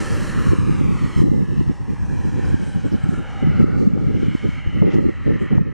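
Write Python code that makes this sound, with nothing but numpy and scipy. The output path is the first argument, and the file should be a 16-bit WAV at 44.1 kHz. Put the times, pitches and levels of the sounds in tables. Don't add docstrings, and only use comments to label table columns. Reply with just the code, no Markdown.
import sys
import numpy as np
from scipy import signal
from scipy.fft import rfft, irfft, next_fast_len
from scipy.io import wavfile
from scipy.ndimage import uniform_filter1d, minimum_filter1d

SR = 44100
rng = np.random.default_rng(int(sys.argv[2]) if len(sys.argv) > 2 else 0)


def log_audio(samples):
    frames = np.atleast_2d(samples).T
    limited = np.clip(frames, -1, 1)
    pcm = np.round(limited * 32767).astype(np.int16)
    wavfile.write(sys.argv[1], SR, pcm)


N = 252693
T = np.arange(N) / SR
FRAME = 1024
OPPOSITE = np.array([[1], [-1]])

# (time [s], length either side [s], level [dB], centre [Hz], width either side [Hz])
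BRUSHES = [(2.26, .004, -60, 10200, 4500), (2.438, .015, -66, 5700, 900), (2.454, 0.0065, -51, 5050, 500),
           (2.488, 0.064, -61, 7900, 4000), (2.681, 0.1, -60, 8500, 2400), (2.872, 0.03, -60, 7750, 750),
           (2.922, .07, -71, 10000, 4200), (2.924, .02, -56.5, 5200, 1300), (2.96, .015, -58.5, 5200, 1500),
           (3.035, .03, -59, 7750, 1100), (3.139, 0.12, -58.5, 7350, 3740), (3.85, .05, -73, 6000, 3500),
           (4.915, 0.075, -44, 2400, 1560), (4.938, 0.06, -53.5, 4600, 3400),
           (4.96, .03, -58.5, 6600, 3500), (5.426, 0.052, -62, 7160, 3200), (5.578, .027, -60, 6030, 3520)]
# (start [s], holding time [s], level [dB], tilt toward small eddies [dB])
WIND_GUSTS = [(0, 0.013, -16.5, 2.5), (0.1, 0.12, -19.5, -2), (0.26, .05, -26, -6), (0.358, 0.053, -16, -2),
              (0.462, 0.079, -14, 3.5), (0.593, 0.048, -15.5, -2.5), (0.67, 0.084, -17.5, 0.5),
              (0.777, 0.18, -18, -2), (1.022, 0.039, -15.5, -2.5), (1.175, 0.06, -13, -1),
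              (1.245, 0.19, -10.5, 2.5), (1.484, .05, -12.5, -0.5), (1.569, 0.046, -9, -3.5),
              (1.674, 0.03, -8, -2), (1.8, 0.038, -19.5, -6), (1.888, 0.042, -18.5, 0),
              (1.998, 0.052, -18.5, -9.5), (2.082, 0.12, -20, -2), (2.247, 0.039, -18, -1),
              (2.329, 0.066, -18.5, -0.5), (2.428, 0.13, -18, -3.5), (2.599, 0.032, -20, 4),
              (2.668, 0.024, -19.5, 0), (2.751, 0.033, -20, 0.5), (2.849, 0.01, -12.5, 1.5),
              (2.927, 0.018, -13.5, 1), (3.042, 0.031, -20, 2.5), (3.111, 0.023, -20, 2),
              (3.178, 0.022, -18.5, 1), (3.355, 0.013, -28, 5), (3.429, 0.076, -13.5, 1.5),
              (3.537, 0.069, -17, -5), (3.601, 0.041, -8.5, 0), (3.673, 0.14, -14, 0),
              (3.804, 0.12, -13, 3.5), (3.935, 0.18, -11.5, 2), (4.14, 0.06, -14, 1.5),
              (4.225, 0.1, -16.5, 1), (4.443, 0.028, -13.5, 4), (4.504, 0.087, -25.5, -4.5),
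              (4.666, 0.017, -16, 0), (4.74, 0.065, -16.5, 0), (4.827, 0.056, -8.5, 9),
              (4.937, 0.063, -10.5, 8), (5.027, 0.068, -13.5, 4), (5.154, 0.08, -23, -6.5),
              (5.264, 0.068, -11.5, 4), (5.338, 0.024, -17, 3), (5.414, 0.026, -16, 6),
              (5.517, 0.044, -13, 5.5), (5.586, 0.028, -9, 1.5), (5.644, 0.095, -19.5, 2)]
# (frequency [Hz], relative level per Hz [dB])
WIND_SPECTRUM = [(15, -9.5), (30, -28.5), (55, -2.5), (110, -0.5), (170, -1.5), (300, -8), (450, -17),
                 (560, -23), (690, -46), (850, -35), (1100, -52.5), (1600, -63), (3000, -100),
                 (12000, -110)]
# (time [s], peak [dB], pitch [Hz], spread [cycles], common part relative to the peak [dB],
#  snap level [dB], common share of the snap [0-1])
EDDY_THUMPS = [(.471, -4.5, 163, 0.4, -14, -48, .3), (0.494, -3.5, 80, .35, -16, -46, .2),
               (.509, -7, 113, 0.41, -14, -50, .3), (.534, 0.5, 312, 0.39, -13.5, -31, .2),
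               (.588, -1.5, 163, 0.24, -16.5, -42, .3), (0.6, -8.5, 109, 0.47, -9, -50, .3),
               (.696, -3, 238, 0.33, -17.5, -38, .3), (0.713, -7.5, 150, 0.85, -14, -50, .3),
               (.813, -2, 216, 0.3, -19, -31, 0.5), (1.165, -3, 104, 0.21, -20, -50, .3),
               (1.205, -0.5, 123, 0.33, -15.5, -44, .25), (1.218, 0.5, 238, 0.33, -13, -36, .3),
               (1.241, 6, 214, 0.47, -15, -28, .4), (1.299, 0, 117, .4, -14.5, -50, .3),
               (1.318, 4.5, 216, 0.38, -13, -42, .3), (1.428, 0, 177, 0.47, -14.5, -48, .3),
               (1.581, -1, 147, 0.33, -21, -50, .3), (1.595, 0, 148, 0.39, -15, -50, .3),
               (1.612, -3, 288, 0.53, -13, -35, .3), (1.68, -3.5, 109, 0.27, -11.5, -50, .3),
               (1.698, -1, 226, 0.43, -12.5, -37, 0.3), (2.544, 0.5, 180, 0.25, -15.5, -30, .45),
               (2.762, -6.5, 159, 0.43, -17, -50, .3), (2.943, -4, 217, 0.28, -15, -38, .1),
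               (3.041, -5, 124, 0.33, -14, -52, .3), (3.093, -2.5, 166, 0.39, -16.5, -48, .3),
               (3.451, -7, 135, 0.64, -15.5, -45, 0.2), (3.473, -4, 216, 0.42, -12.5, -36, .6),
               (3.486, -8.5, 164, 1.15, -10.5, -49.5, .3), (3.502, -6, 123, 0.38, -12.5, -50, .3),
               (3.617, -4, 216, 0.46, -12, -46, .3), (3.631, 1, 136, 0.38, -21, -50, .3),
               (3.643, 5.5, 261, 0.34, -16, -38, .3), (3.875, 5.5, 197, .7, -17.5, -30, .2),
               (3.937, 1, 178, 0.44, -19, -50, .3), (3.977, -2.5, 260, 0.27, -13.5, -26, 0.8),
               (4.071, -1, 134, 0.46, -14, -50, .3), (4.087, -3.5, 193, 0.34, -11, -50, 0.4),
               (4.232, -1.5, 308, 0.47, -15, -40, 0.3), (4.285, -1, 178, 0.42, -12.5, -53, .37),
               (4.352, 0, 227, 0.35, -13, -32, .5), (4.491, -4, 170, .35, -15.5, -50, .3),
               (4.676, -5, 84, 0.26, -16.5, -52, 0.4), (4.821, 3.5, 165, 0.52, -14, -21.5, 0.7),
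               (4.958, 4.5, 220, 0.28, -16, -25.5, 0.4), (4.967, -1, 220, 0.3, -11, -44, .3),
               (5.066, 0.5, 238, 0.42, -16.5, -42, .3), (5.28, -1.5, 320, 0.36, -16, -47, .3),
               (5.307, -2, 300, 0.33, -16, -28, .6), (5.528, -5, 218, 0.61, -8.5, -27, 0.44),
               (5.536, -3.5, 164, .35, -13.5, -35, .3), (5.58, 6.5, 131, 0.35, -20, -20, 0.95),
               (5.613, 1.5, 164, 0.56, -16, -50, .3)]
# (time [s], level [dB])
WHINE_LEVEL = [(0, -76), (.45, -72), (.75, -83), (1.25, -74), (1.85, -86), (2.9, -89), (3.3, -90),
               (4.4, -120)]
# (time [s], roar [dB], bass [dB], rush [dB], hiss [dB])
JET_LEVELS = [(0, -37, -7.5, -7.5, -7.5), (.55, -37, -11.5, -8, -14), (.66, -40, -9, -7.5, -14.5),
              (.9, -41.5, -7.5, -7.5, -14), (1.17, -39.5, -7, -8.5, -12.5), (1.32, -42, -3, -13, -13),
              (1.55, -43.5, -3.5, -5.5, -11.5), (1.81, -46.5, -1, -10.5, -12),
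              (2.31, -47.5, 0.5, -6.5, -10), (2.51, -43.5, -4, -5.5, -13), (2.71, -48, -3, -5, -10.5),
              (3.12, -43.5, -5, -8.5, -18.5), (3.32, -43, -3, -5.5, -19.5), (3.7, -37, -9, -12.5, -22),
              (3.82, -42, -7, -9, -14), (4.02, -44.5, -4, -8, -18.5), (4.22, -41.5, -10.5, -3, -15.5),
              (4.52, -40.5, -12.5, -4, -19), (4.72, -44, -10.5, -4.5, -24), (4.92, -37, -9, -10, -23.5),
              (5.03, -41, -14, -10, -19.5), (5.45, -39.5, -16.5, -8.5, -27.5),
              (5.73, -42.5, -15, -11.5, -27)]
# (frequency [Hz], relative level per Hz [dB])
EXHAUST_SPECTRUM = [(60, 4.5), (250, 7), (500, 4), (620, 1), (690, -13), (770, 1), (850, -2), (1050, 2),
                    (1270, 4.5), (1520, -2.5), (1740, 4), (2000, 1), (2450, -4), (3050, -2), (3480, -14),
                    (4100, -8), (4550, -13.5), (5600, -11), (9200, -15), (10800, -22), (11800, -31),
                    (13400, -39), (15000, -54)]
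# (time [s], lag [ms], strength before blurring [0-1])
GROUND_BOUNCE = [(0, 0.67, .3), (.45, 0.72, 0.4), (.75, 0.81, 0.75), (1.1, 0.923, 0.6), (1.5, 1.09, 0.22),
                 (1.9, 1.13, 0.44), (2.3, 1.2, 0.37), (2.5, 1.25, 0.37), (3.1, 1.304, 0.38),
                 (3.7, 1.45, 0.56), (4.1, 1.4, 0.37), (4.35, 1.37, 0.41), (4.68, 1.39, 0.57),
                 (4.85, 1.43, 0.55), (5.2, 1.51, 0.21), (5.73, 1.65, 0.16)]
# (start [s], end [s], from [Hz], to [Hz], width either side [Hz], height [dB])
ROAR_RIDGES = [(1.327, 2.4, 2650, 2300, 200, 4.5), (1.2, 1.86, 2340, 2500, 180, -12),
               (1.26, 2.33, 5300, 5800, 350, 4.5), (1.5, 2.68, 920, 910, 220, 5),
               (2, 3.3, 1620, 1510, 340, 6), (2.78, 3.65, 800, 730, 149, 6),
               (2.977, 4.23, 1320, 1400, 250, 5.5), (3.15, 3.5, 2070, 2100, 230, 2),
               (3.4, 3.95, 5300, 4300, 330, 5), (3.5, 4.77, 2230, 2280, 170, 7),
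               (4.5, 4.96, 2080, 2030, 230, 7), (4.5, 5.8, 3500, 3520, 330, -6),
               (4, 4.95, 3300, 3040, 380, 7), (4, 4.67, 990, 1100, 260, -3),
               (5, 6.05, 2050, 1980, 410, 6.5), (-0.5, 0.19, 5550, 5400, 730, 4.5),
               (0, 0.36, 14000, 12000, 2600, 8), (1.6, 2.3, 1840, 1550, 260, -2),
               (1.9, 2.7, 4340, 4300, 310, -6.5)]
# (from [Hz], to [Hz])
JET_BANDS = [(600, 950), (950, 2200), (2200, 3400), (4500, 10000)]


def undb(db):
    return 10 ** (np.asarray(db) / 20)


def curves(table, at=T):
    s, *columns = np.transpose(table)
    return [np.interp(at, s, column) for column in columns]


def colour(points, hz):
    f, db = np.transpose(points)
    return np.interp(np.log(hz + 1), np.log(f), db)


def unit(x):
    return x / np.sqrt(np.mean(x ** 2))


def filtered(x, points):
    size = next_fast_len(N + 4096)
    hz = np.arange(size // 2 + 1) * SR / size
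    return irfft(rfft(x, size) * undb(colour(points, hz)), size)[:N]


def walk(rate):
    hold = max(int(SR / rate), 2)
    steps = np.repeat(rng.standard_normal(N // hold + 1), hold)[:N]
    return unit(uniform_filter1d(steps, hold))


def noise_frames():
    f, t, z = signal.stft(rng.standard_normal(N), SR, nperseg=FRAME)
    return f[:, None], t, z


def from_frames(z):
    return signal.istft(z, SR, nperseg=FRAME)[1][:N]


def scuffs(grain_db=2.5, side_db=-6):
    out, grain = np.zeros((2, N)), grain_db * walk(320)
    for s, length, db, hz, width in BRUSHES:
        near = np.abs(T - s) < .3
        size = near.sum()
        band = np.exp(-2 * ((np.fft.rfftfreq(size, 1 / SR) - hz) / width) ** 2)
        noise = rng.standard_normal((2, SR))
        mid, side = unit(irfft(rfft(noise, size) * band, size))
        swell = np.exp(-2 * ((T[near] - s) / length) ** 2) * undb(db + grain[near])
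        out[:, near] += swell * (mid + undb(side_db) * side * OPPOSITE)
    return out


def gusts(attack_s=0.0086, release_s=0.018, breeze_db=-30, breeze_tilt_db=-8):
    power = np.full(N, undb(breeze_db) ** 2)
    tilted = power * breeze_tilt_db
    for start, length, db, tilt in WIND_GUSTS:
        rise = np.maximum(start - T, 0) / attack_s
        fall = np.maximum(T - start - length, 0) / release_s
        gust = (undb(db) * np.exp(-rise - fall)) ** 2
        power, tilted = power + gust, tilted + gust * tilt
    return 10 * np.log10(power), tilted / power


def turbulence(db, tilt, flicker_db, lift_db, tilt_scale=0.99, crackle_db=3.5, follow_db=3):
    flicker = 1.95 * np.tanh(walk(55) / 1.62)
    noise = filtered(rng.standard_normal(N), WIND_SPECTRUM)
    lows = [signal.sosfiltfilt(signal.butter(3, hz, fs=SR, output="sos"), noise) for hz in (110, 280, 680)]
    deep, body, flap, crackle = np.diff([0 * noise, *lows, noise], axis=0)
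    burst_db = crackle_db * 1.5 * np.tanh(walk(100) / 1.4) + follow_db * flicker
    burst = undb(burst_db + tilt + 0.87 * (db - db.max()))
    deep = deep * undb(-tilt_scale * tilt)
    flap = flap * undb(lift_db + tilt_scale * tilt + 3.3 * flicker)
    air = deep + body + flap + crackle * unit(burst)
    air = air / np.sqrt(uniform_filter1d(air ** 2, int(0.0295 * SR)) + 1e-18)
    return unit(air * undb(flicker_db * flicker)) * undb(db)


def buffets(common_db=0.0, snap_db=-0.5, snap_attack_s=0.00061, snap_release_s=0.0047):
    out = np.zeros((2, N))
    snap_spectrum = [(500, 3.0), (850, -1.0), (1250, -8.5), (2000, -30), (5000, -43), (12000, -79)]
    snap = unit(filtered(rng.standard_normal(N), snap_spectrum))
    chances = rng.random((len(EDDY_THUMPS), 2))
    for (s, push, hz, cycles, common, snap_level, share), (lead, sign) in zip(EDDY_THUMPS, chances):
        near = np.abs(T - s) < .04
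        since = T[near] - s
        age = since * hz
        swell = np.exp(-.5 * (age / cycles) ** 2)
        swing = np.sign(sign - .5) * undb(push) * swell * np.cos(2 * np.pi * age)
        out[:, near] += swing * OPPOSITE
        out[:, near] += undb(push + common + common_db) * swell * np.sin(2 * np.pi * age + lead)
        crack = np.exp(-.5 * (since / np.where(since < 0, snap_attack_s, snap_release_s)) ** 2)
        out[:, near] += undb(snap_level + snap_db) * crack * snap[near] * (share + OPPOSITE)
    return out


def wind(push_db=0.5, common_db=-13.5, surge_db=0.9, lean=0.062):
    level, tilt = gusts()
    level = level + surge_db * walk(23)
    push = turbulence(level + push_db, tilt, flicker_db=1.0, lift_db=-1.5)
    common = turbulence(level + common_db, tilt, flicker_db=2.0, lift_db=1.5)
    ports = push * np.array([[1 - lean], [-1 - lean]]) + common
    for s, _, hz, *_ in EDDY_THUMPS:
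        near = np.abs(T - s) < .04
        ports[:, near] *= 1 - np.exp(-((T[near] - s) * hz) ** 2)
    return ports + buffets()


def whine(near_hz=15060, away_hz=13700, drop_at_s=.38, drop_s=.12, waver_hz=35, near_waver_hz=50):
    away = .5 + .5 * np.tanh(.5 * (T - drop_at_s) / drop_s)
    waver = (waver_hz + near_waver_hz * (1 - away)) * walk(220)
    hz = near_hz + (away_hz - near_hz) * away + waver
    phase = 2 * np.pi * np.cumsum(hz) / SR
    rough_db = 3 * walk(14) + 2.5 * walk(300)
    return unit(np.sin(phase) * undb(rough_db)) * undb(curves(WHINE_LEVEL)[0])


def ridges(f, t, fade_s=0.22, wander_share=.09, flutter_share=.15):
    out = 0
    for start, end, from_hz, to_hz, width, db in ROAR_RIDGES:
        wander, flutter = np.interp(t, T, walk(16)), np.interp(t, T, walk(24))
        hz = np.interp(t, [start, end], [from_hz, to_hz]) + wander_share * width * wander
        swell = np.clip(.5 + np.minimum(t - start, end - t) / fade_s, 0, 1)
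        swell = swell * (1 + flutter_share * flutter)
        out = out + db * swell * np.exp(-2 * ((f - hz) / width) ** 2)
    return out


def shimmer(shape):
    patches = rng.standard_normal(shape)
    for _ in range(2):
        patches = uniform_filter1d(patches, size=2, axis=0)
        patches = uniform_filter1d(patches, size=9, axis=1)
    return 2 * unit(patches)


def exhaust(absorb_db=2.5, bass_db=0.5, twinkle_db=1.0):
    f, t, z = noise_frames()
    roar_db, bass, rush, hiss = curves(JET_LEVELS, t)
    lag_ms, strength = curves(GROUND_BOUNCE, t)
    echo = strength * np.exp(-(f / 9000) ** 2)
    comb = 1 + echo ** 2 + 2 * echo * np.cos(2 * np.pi * f * lag_ms / 1000)
    air_db = -absorb_db * t * (f / 10000) ** 2
    gain = undb(colour(EXHAUST_SPECTRUM, f) + ridges(f, t) + air_db) * np.sqrt(comb)
    hiss = hiss + twinkle_db * np.interp(t, T, walk(18))
    levels = []
    for (lo, hi), db in zip(JET_BANDS, [bass + bass_db, 0, rush, hiss]):
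        band_power = np.mean(gain ** 2 * ((f > lo) & (f < hi)), axis=0)
        levels.append(roar_db + db - 10 * np.log10(band_power))
    swell_db = levels[0]
    for (_, below), (above, _), step in zip(JET_BANDS, JET_BANDS[1:], np.diff(levels, axis=0)):
        swell_db = swell_db + step / (1 + (np.sqrt(below * above) / (f + 1)) ** 20)
    return from_frames(z * gain * undb(swell_db + shimmer(z.shape)))


def jet(flutter_db=0.36, spread_db=2):
    mid = exhaust() * undb(flutter_db * walk(22.13))
    side_spectrum = [(200, 2), (800, -16.5), (2000, -23.0), (4000, -23.5), (8000, -15.5), (13000, -13)]
    side = filtered(exhaust(), side_spectrum)
    return mid + undb(spread_db) * side * OPPOSITE


def scene():
    fade = np.minimum(np.minimum(T, T[-1] - T) / .004, 1)
    return (scuffs() + wind() + whine() + jet()) * fade


def record(dry, recovery_db_per_s=7, top_hz=15400):
    over_db = 20 * np.log10(np.maximum(np.abs(dry).max(axis=0), 1))
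    recovery_db = recovery_db_per_s * T
    duck_db = np.maximum.accumulate(over_db + recovery_db) - recovery_db
    gain_db = uniform_filter1d(minimum_filter1d(-duck_db, size=513), size=513)
    top_cut = signal.ellip(8, .2, 70, top_hz, fs=SR, output="sos")
    return signal.sosfilt(top_cut, dry * undb(gain_db))


dry = scene()
out = record(dry)
log_audio(out)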